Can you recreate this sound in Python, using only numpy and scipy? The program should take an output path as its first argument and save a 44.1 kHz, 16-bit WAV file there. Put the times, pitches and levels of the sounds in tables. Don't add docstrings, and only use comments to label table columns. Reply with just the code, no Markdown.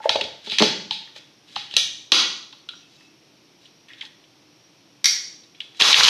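import sys
import numpy as np
from scipy import signal
from scipy.fft import rfft, irfft
from scipy.io import wavfile
from scipy.ndimage import uniform_filter1d, minimum_filter1d

SR = 44100
rng = np.random.default_rng(int(sys.argv[2]) if len(sys.argv) > 2 else 0)


def persist_wave(psi):
    counts = np.round(np.clip(psi, -1, 1) * 32767).astype(np.int16)
    wavfile.write(sys.argv[1], SR, np.atleast_2d(counts).T)


def makeup_ratio(level_db):
    decades = np.asarray(level_db, float) / 20
    return 10 ** decades


N = 268609

# (time [s], direct peak [dB], centre of ring [Hz], spread [octaves], room send [dB])
LID_KNOCKS = [(0.092, 1, 3560, 0.94, -6.5), (0.146, -17.5, 3840, 0.19, -15), (.157, -14, 3550, 0.78, -14),
              (.210, -9.5, 3300, 0.67, -10.5), (0.238, -17.5, 3630, 0.83, -4.5),
              (0.46, -28, 3750, 0.5, 8.5), (.497, -18, 3300, 0.45, 4), (.518, -16.5, 3320, 0.83, 2.5),
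              (.584, -2.5, 3630, 1.3, -1.8), (0.596, -6, 3220, 0.3, -29), (.621, -3, 3900, 1.07, 0.8),
              (.908, -9.5, 3600, 0.53, -2.5), (1.073, -40, 1560, 0.23, -4), (1.161, -31.5, 3250, 1.3, -3),
              (1.482, -45, 3250, 0.5, -18), (1.556, -24.5, 3520, 0.76, -9), (1.56, -16.5, 3500, 0.83, -0.5),
              (1.562, -18, 758, 0.28, -11.5), (1.71, -25, 3200, 0.23, 0), (1.738, -17.5, 3560, 0.73, -3),
              (1.765, 1.5, 3710, 0.55, -2), (1.766, -5, 7400, 0.6, -2), (1.768, -25, 650, .45, -7),
              (2.119, 12.5, 3790, 1.07, -6), (2.121, -6.5, 520, 1.48, 0.1), (2.525, -33, 3470, .55, -6),
              (2.688, -20.5, 3540, 0.27, -6.5), (2.734, -39, 1180, 0.49, -19),
              (3.006, -45.5, 1760, 0.71, -7), (3.654, -39.5, 3400, 0.36, -7), (3.883, -39.5, 2490, 0.79, 2),
              (3.902, -38.5, 1930, 0.11, 2.5), (3.932, -33, 3260, 0.36, -9), (3.981, -38.5, 3260, 0.27, 4),
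              (4.009, -22.5, 3100, 0.38, -15), (4.012, -29.5, 1900, 0.18, -9),
              (4.022, -25, 3070, 0.57, -15), (4.05, -30, 3700, 0.76, -30), (4.237, -47, 2940, .55, -15),
              (5.434, -43.5, 3830, 0.25, -7), (5.546, -41.5, 2880, .6, -3.5),
              (5.603, -19, 3010, 0.35, -11.5), (5.614, -28, 3030, 0.54, -7.5), (5.745, -40, 2480, 1.3, -11)]
# (frequency [Hz], relative level [dB], t60 [s])
LID_MODES = [(202, -2, .03), (330, 4.5, 0.027), (520, -3.5, .015), (700, -23.5, 0.0099), (815, -10, 0.03),
             (1164, 15.5, 0.004), (1454, -8.5, 0.011), (1900, 12.5, 0.0079), (2083, 10.5, 0.0046),
             (2407, 18, 0.0019), (3200, -8.5, 0.0062), (3410, 7.5, 0.033), (3207, 15.5, 0.0028),
             (3834, 13, 0.0076), (4394, 12.5, 0.0066), (3990, -0.5, 0.0064), (4950, 11.5, 0.0072),
             (5500, 2, 0.034), (5940, 12, 0.0039), (5670, -10, 0.0017), (7700, -24.5, 0.0068),
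             (8350, -4, .002), (10500, 3, 0.00101), (12500, -27, .0015)]
# (frequency [Hz], relative level [dB], t60 [s])
JAR_MODES = [(42.5, -8, .08), (88, -8.5, 0.024), (129, -10.5, 0.051), (158, 1, 0.0038), (180.7, -3, 0.057),
             (220, -2.5, 0.08), (332, -5.5, 0.023), (425.7, -8, 0.11), (545, -6.5, 0.017),
             (650, -20.5, 0.03), (865.6, 3.5, 0.042), (1100, -20.5, 0.0223), (1400, 6, 0.016)]


def at_hz(points, hz):
    table = np.array(points)
    return np.interp(np.log(hz), np.log(table[:, 0]), table[:, 1])


def rms_one(x):
    return x / np.sqrt(np.mean(x ** 2) + 1e-20)


def coloured(spectrum, size):
    hz = np.maximum(np.fft.rfftfreq(size, 1 / SR), 1)
    white = rfft(rng.standard_normal(size))
    return rms_one(irfft(white * makeup_ratio(at_hz(spectrum, hz)), size))


def drift(rate_hz):
    r = np.exp(-2 * np.pi * rate_hz / SR)
    noise = rng.standard_normal(N + SR)
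    return rms_one(signal.lfilter([1], [1, -2 * r, r * r], noise)[SR:])


def grains(per_s, spread_db):
    sizes = makeup_ratio(spread_db * np.minimum(rng.exponential(1, N), 4)) * rng.choice([-1, 1], N)
    return sizes * (rng.random(N) < per_s / SR)


def ring(force, hz, t60):
    radii = makeup_ratio(-60 / (t60 * SR) * np.array([1, 3]))
    w = 2 * np.pi * hz / SR
    passes = [[1 - r, 0, r - 1, 1, -2 * r * np.cos(w), r * r] for r in radii]
    return signal.sosfilt(passes, force + 1e-18)


def nearness(hz, centre_hz, octaves):
    return (1 + (np.log2(hz / centre_hz) / np.maximum(octaves, .05)) ** 2) ** -2


def blows(rows, modes, size=8192):
    soft_treble, treble_hz = 0.37, 6500
    out, t = np.zeros((2, N + size)), np.arange(size) / SR
    rough = rng.standard_normal((len(rows), size))
    late = rng.integers(0, 500, (len(rows), len(modes)))
    click = 1. * (t == 0)
    even = [rms_one(ring(click, hz, t60)) for hz, g, t60 in modes]
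    for (s, db, centre_hz, octaves, ms, room_db), noise, lags in zip(rows, rough, late):
        pressed = t * 2000 / max(ms, .1)
        force = noise * np.minimum(2 * pressed, 1) * np.exp(-pressed)
        share = [makeup_ratio(g + soft_treble * db * (hz > treble_hz)) * nearness(hz, centre_hz, octaves) * (-1) ** k
                 for k, (hz, g, t60) in enumerate(modes)]
        body = np.dot(share, [rms_one(ring(force, hz, t60)) for hz, g, t60 in modes])
        around = np.dot(share, [np.roll(mode, lag) for mode, lag in zip(even, lags)]) * makeup_ratio(room_db)
        i = round(s * SR)
        out[:, i:i + size] += np.array([body, around]) * makeup_ratio(db) / np.abs(body).max()
    return out[:, :N]


def lid_knocks():
    contact_ms, soft_longer = 4.14, 0.18
    rows = [(s, db, hz, octaves, contact_ms * makeup_ratio(-soft_longer * db), room_db)
            for s, db, hz, octaves, room_db in LID_KNOCKS]
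    return blows(rows, LID_MODES)


def thuds():
    # (time [s], direct peak [dB], centre of ring [Hz], spread [octaves])
    jar_thuds = [(.001, -30, 740, 0.68), (.040, -30, 800, 0.16), (0.055, -6.5, 639, 0.23),
                 (.094, -14.5, 730, 0.89), (.156, -10.5, 600, 0.37), (.187, -36, 545, .52),
                 (.213, -23.5, 463, 0.7), (.25, -33.5, 470, .77), (.47, -32.5, 400, 1.2),
                 (.52, -32.5, 400, 1.4), (.602, -12, 360, 1.05), (.613, -9, 276, 1.02),
                 (.621, -5.5, 414, 1), (0.626, -15.5, 457, 0.9), (.909, -25.5, 844, 0.17),
                 (1.16, -40.5, 617, 0.33), (2.529, -43.5, 1084, 0.17), (2.687, -36, 1400, .12),
                 (4.03, -44.5, 1030, 0.15), (5.042, -37, 306, 1.34), (5.811, -18.5, 432, 1.46)]
    contact_ms, room_db = 3.5, -7
    return blows([(*row, contact_ms, room_db) for row in jar_thuds], JAR_MODES)


def bumps():
    firm_db, bump_db, follows = -18, -32.5, 0.13
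    centre_hz, octaves, contact_ms, room_db = 100, 1, 3.5, -7
    rows = [(s, bump_db + follows * db, centre_hz, octaves, contact_ms, room_db)
            for s, db, *_ in LID_KNOCKS if db > firm_db]
    return blows(rows, JAR_MODES)


def clacks():
    # (time [s], direct peak [dB])
    clack_rows = [(5.042, -3.5), (5.055, 2.5)]
    # (frequency [Hz], relative level [dB], t60 [s])
    switch_modes = [(1030, -25.5, 0.0045), (1830, -11.5, 0.0047), (2100, -6, 0.012), (2340, -11.5, 0.0076),
                    (3200, -9, 0.0044), (3800, -2.5, 0.0039), (4630, 0, 0.0055), (5450, -0.5, 0.01),
                    (5682, 2.5, 0.0082), (6410, -7.5, 0.0014), (9400, -19.5, 0.0018),
                    (11500, -16, 0.001184)]
    contact_ms, room_db = 6.9, -2
    return blows([(*row, 4000, np.inf, contact_ms, room_db) for row in clack_rows], switch_modes)


def seeds():
    # (time [s], direct peak [dB], centre of ring [Hz])
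    strikes = [(5.8, -9, 3100), (5.811, 5, 2630), (5.82, 7.5, 3400), (5.883, -8, 3200), (5.904, -8.5, 3900),
               (5.928, 9.5, 3560), (5.942, 8.5, 3000), (5.963, -3, 3000), (5.978, -7, 2970),
               (6.008, -2.5, 1340), (6.033, -2, 4300), (6.049, 5.6, 3460), (6.062, -8.5, 3300),
               (6.082, -.6, 3200)]
    octaves, contact_ms, room_db = .75, 3.5, -10.5
    return blows([(*row, octaves, contact_ms, room_db) for row in strikes], LID_MODES)


def grinder():
    # (frequency [Hz], relative level per Hz [dB])
    rush_spectrum = [(18, -61), (30, -33), (209, -22), (249, -31), (330, -19), (366, -33), (426, -14.5),
                     (609, -20), (1070, -8), (1610, -13.5), (3540, -7.5), (6210, -10), (8010, -28.5),
                     (12100, -31), (13400, -53)]
    start_s, spin_up_ms = 5.793, 8.2
    rush_db, swell_db_per_s, uneven_db = -19.5, 9, 1.2
    jolt_db, jolt_ms = 6, 25
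    pepper_db, seeds_per_s = -4, 900
    since = np.maximum(np.arange(N) / SR - start_s, 0)
    jolt = jolt_db * np.exp(-since * 1000 / jolt_ms)
    db = rush_db + jolt + swell_db_per_s * since + uneven_db * drift(20.5)
    on = 1 - np.exp(-(since * 1000 / spin_up_ms) ** 2)
    force = grains(seeds_per_s, spread_db=4.5)
    pepper = sum(makeup_ratio(g) * nearness(hz, 3860, 0.48) * rms_one(ring(force, hz, t60)) for hz, g, t60 in LID_MODES)
    return on * makeup_ratio(db) * (coloured(rush_spectrum, N) + makeup_ratio(pepper_db) * rms_one(pepper))


def rubbing():
    # (start [s], length [s], level [dB], centre of ring [Hz])
    strokes = [(0.0, 0.11, -41.5, 2150), (0.404, 0.15, -44, 3240), (1.137, 0.065, -43.5, 3200),
               (1.425, 0.29, -48.5, 3480), (1.674, 0.12, -48, 3300), (2.693, 0.17, -57.5, 4550),
               (2.81, .32, -58.5, 4280), (3.585, 0.12, -58, 3400), (3.896, 0.15, -62, 2100),
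               (4.0, 0.1, -48, 2850), (5.731, 0.15, -46, 3540)]
    fade_share, uneven_db = 0.88, 1
    force, out = grains(2500, spread_db=3.5), np.zeros(N)
    pressure = makeup_ratio(uneven_db * drift(13))
    for s, length_s, db, centre_hz in strokes:
        on = slice(round(max(s, 0) * SR), round((s + length_s) * SR))
        body = sum(makeup_ratio(g) * rms_one(ring(force[on], hz, t60)) * nearness(hz, centre_hz, 0.74)
                   for hz, g, t60 in LID_MODES)
        out[on] += makeup_ratio(db) * rms_one(body) * signal.windows.tukey(len(body), fade_share)
    return out * pressure


def kitchen(x, level_db=-1.0, build_ms=0.7):
    # (frequency [Hz], t60 [s])
    echo_t60 = [(100, 0.85), (300, 0.43), (1000, 0.57), (3000, 0.51), (6000, 0.58), (9000, 0.39),
                (13000, 0.31)]
    t, tail = np.arange(SR) / SR, 0
    edges = 60 * 2 ** np.arange(0, 8.1, 1)
    for low, high in zip(edges, edges[1:]):
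        octave = signal.butter(2, [low, high], "band", fs=SR, output="sos")
        band = signal.sosfilt(octave, rng.standard_normal(SR))
        tail = tail + band * makeup_ratio(-60 * t / at_hz(echo_t60, np.sqrt(low * high)))
    tail = tail * (1 - np.exp(-(t * 1000 / build_ms) ** 2))
    return makeup_ratio(level_db) * signal.fftconvolve(x, tail / np.sqrt(np.sum(tail ** 2)))[:N]


def thin_tones():
    # (start [s], length [s], level before the soft edges [dB], frequency [Hz])
    bouts = [(2.57, .05, -59, 4350), (2.733, 0.12, -57.5, 5680), (2.81, 0.073, -61, 2620),
             (2.915, 0.25, -63, 2616), (3.07, .05, -70, 5680), (3.194, 0.056, -74, 5640),
             (3.442, 0.033, -72, 5660), (3.574, 0.32, -67, 5720), (4.167, 0.098, -71, 5700),
             (4.331, 0.077, -73, 5600), (4.461, 0.3, -66.5, 5680), (4.766, .05, -71, 5700)]
    width_hz = 50
    t60 = np.log(1000) / (np.pi * width_hz)
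    noise, out = rng.standard_normal(N), np.zeros(N)
    for s, length_s, db, hz in bouts:
        i, size = round(s * SR), round(length_s * SR)
        voice = rms_one(ring(noise[i:i + size], hz, t60))
        out[i:i + size] += makeup_ratio(db) * signal.windows.tukey(size, .5) * voice
    return out


def quiet_air():
    # (frequency [Hz], relative level per Hz [dB])
    air_spectrum = [(15, -38), (35, -25), (86, -18.5), (121, -4), (157, -5), (252, -7.5), (296, 0.5),
                    (416, -9.5), (824, -13.5), (1670, -19), (2550, -14), (5050, -16), (5610, -11),
                    (7110, -32), (13400, -34)]
    return makeup_ratio(-56) * coloured(air_spectrum, N)


def scene():
    direct, sent = lid_knocks() + thuds() + bumps() + seeds() + clacks()
    steady = rubbing() + grinder()
    echoes = kitchen(sent + makeup_ratio(-9.5) * steady)
    return (direct + steady + echoes + quiet_air() + thin_tones())[None]


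def turn_down(x, above_db, release_db_per_s):
    slope = release_db_per_s * np.arange(N) / SR
    over_db = np.maximum(20 * np.log10(np.abs(x) + 1e-9) - above_db, 0)
    held_db = np.maximum.accumulate(over_db + slope) - slope
    gain_db = uniform_filter1d(-minimum_filter1d(-held_db, size=89), size=45)
    return x * makeup_ratio(-gain_db)


def low_pass(x):
    return signal.sosfilt(signal.butter(12, 13500, fs=SR, output="sos"), x)


def record(dry):
    low_cut = signal.butter(2, 35, "high", fs=SR, output="sos")
    sound = signal.sosfilt(low_cut, dry[0])
    sound = turn_down(sound, above_db=4, release_db_per_s=98.5)
    sound = turn_down(sound, above_db=0, release_db_per_s=1500)
    return low_pass(sound[None])


dry = scene()
out = record(dry)
persist_wave(out)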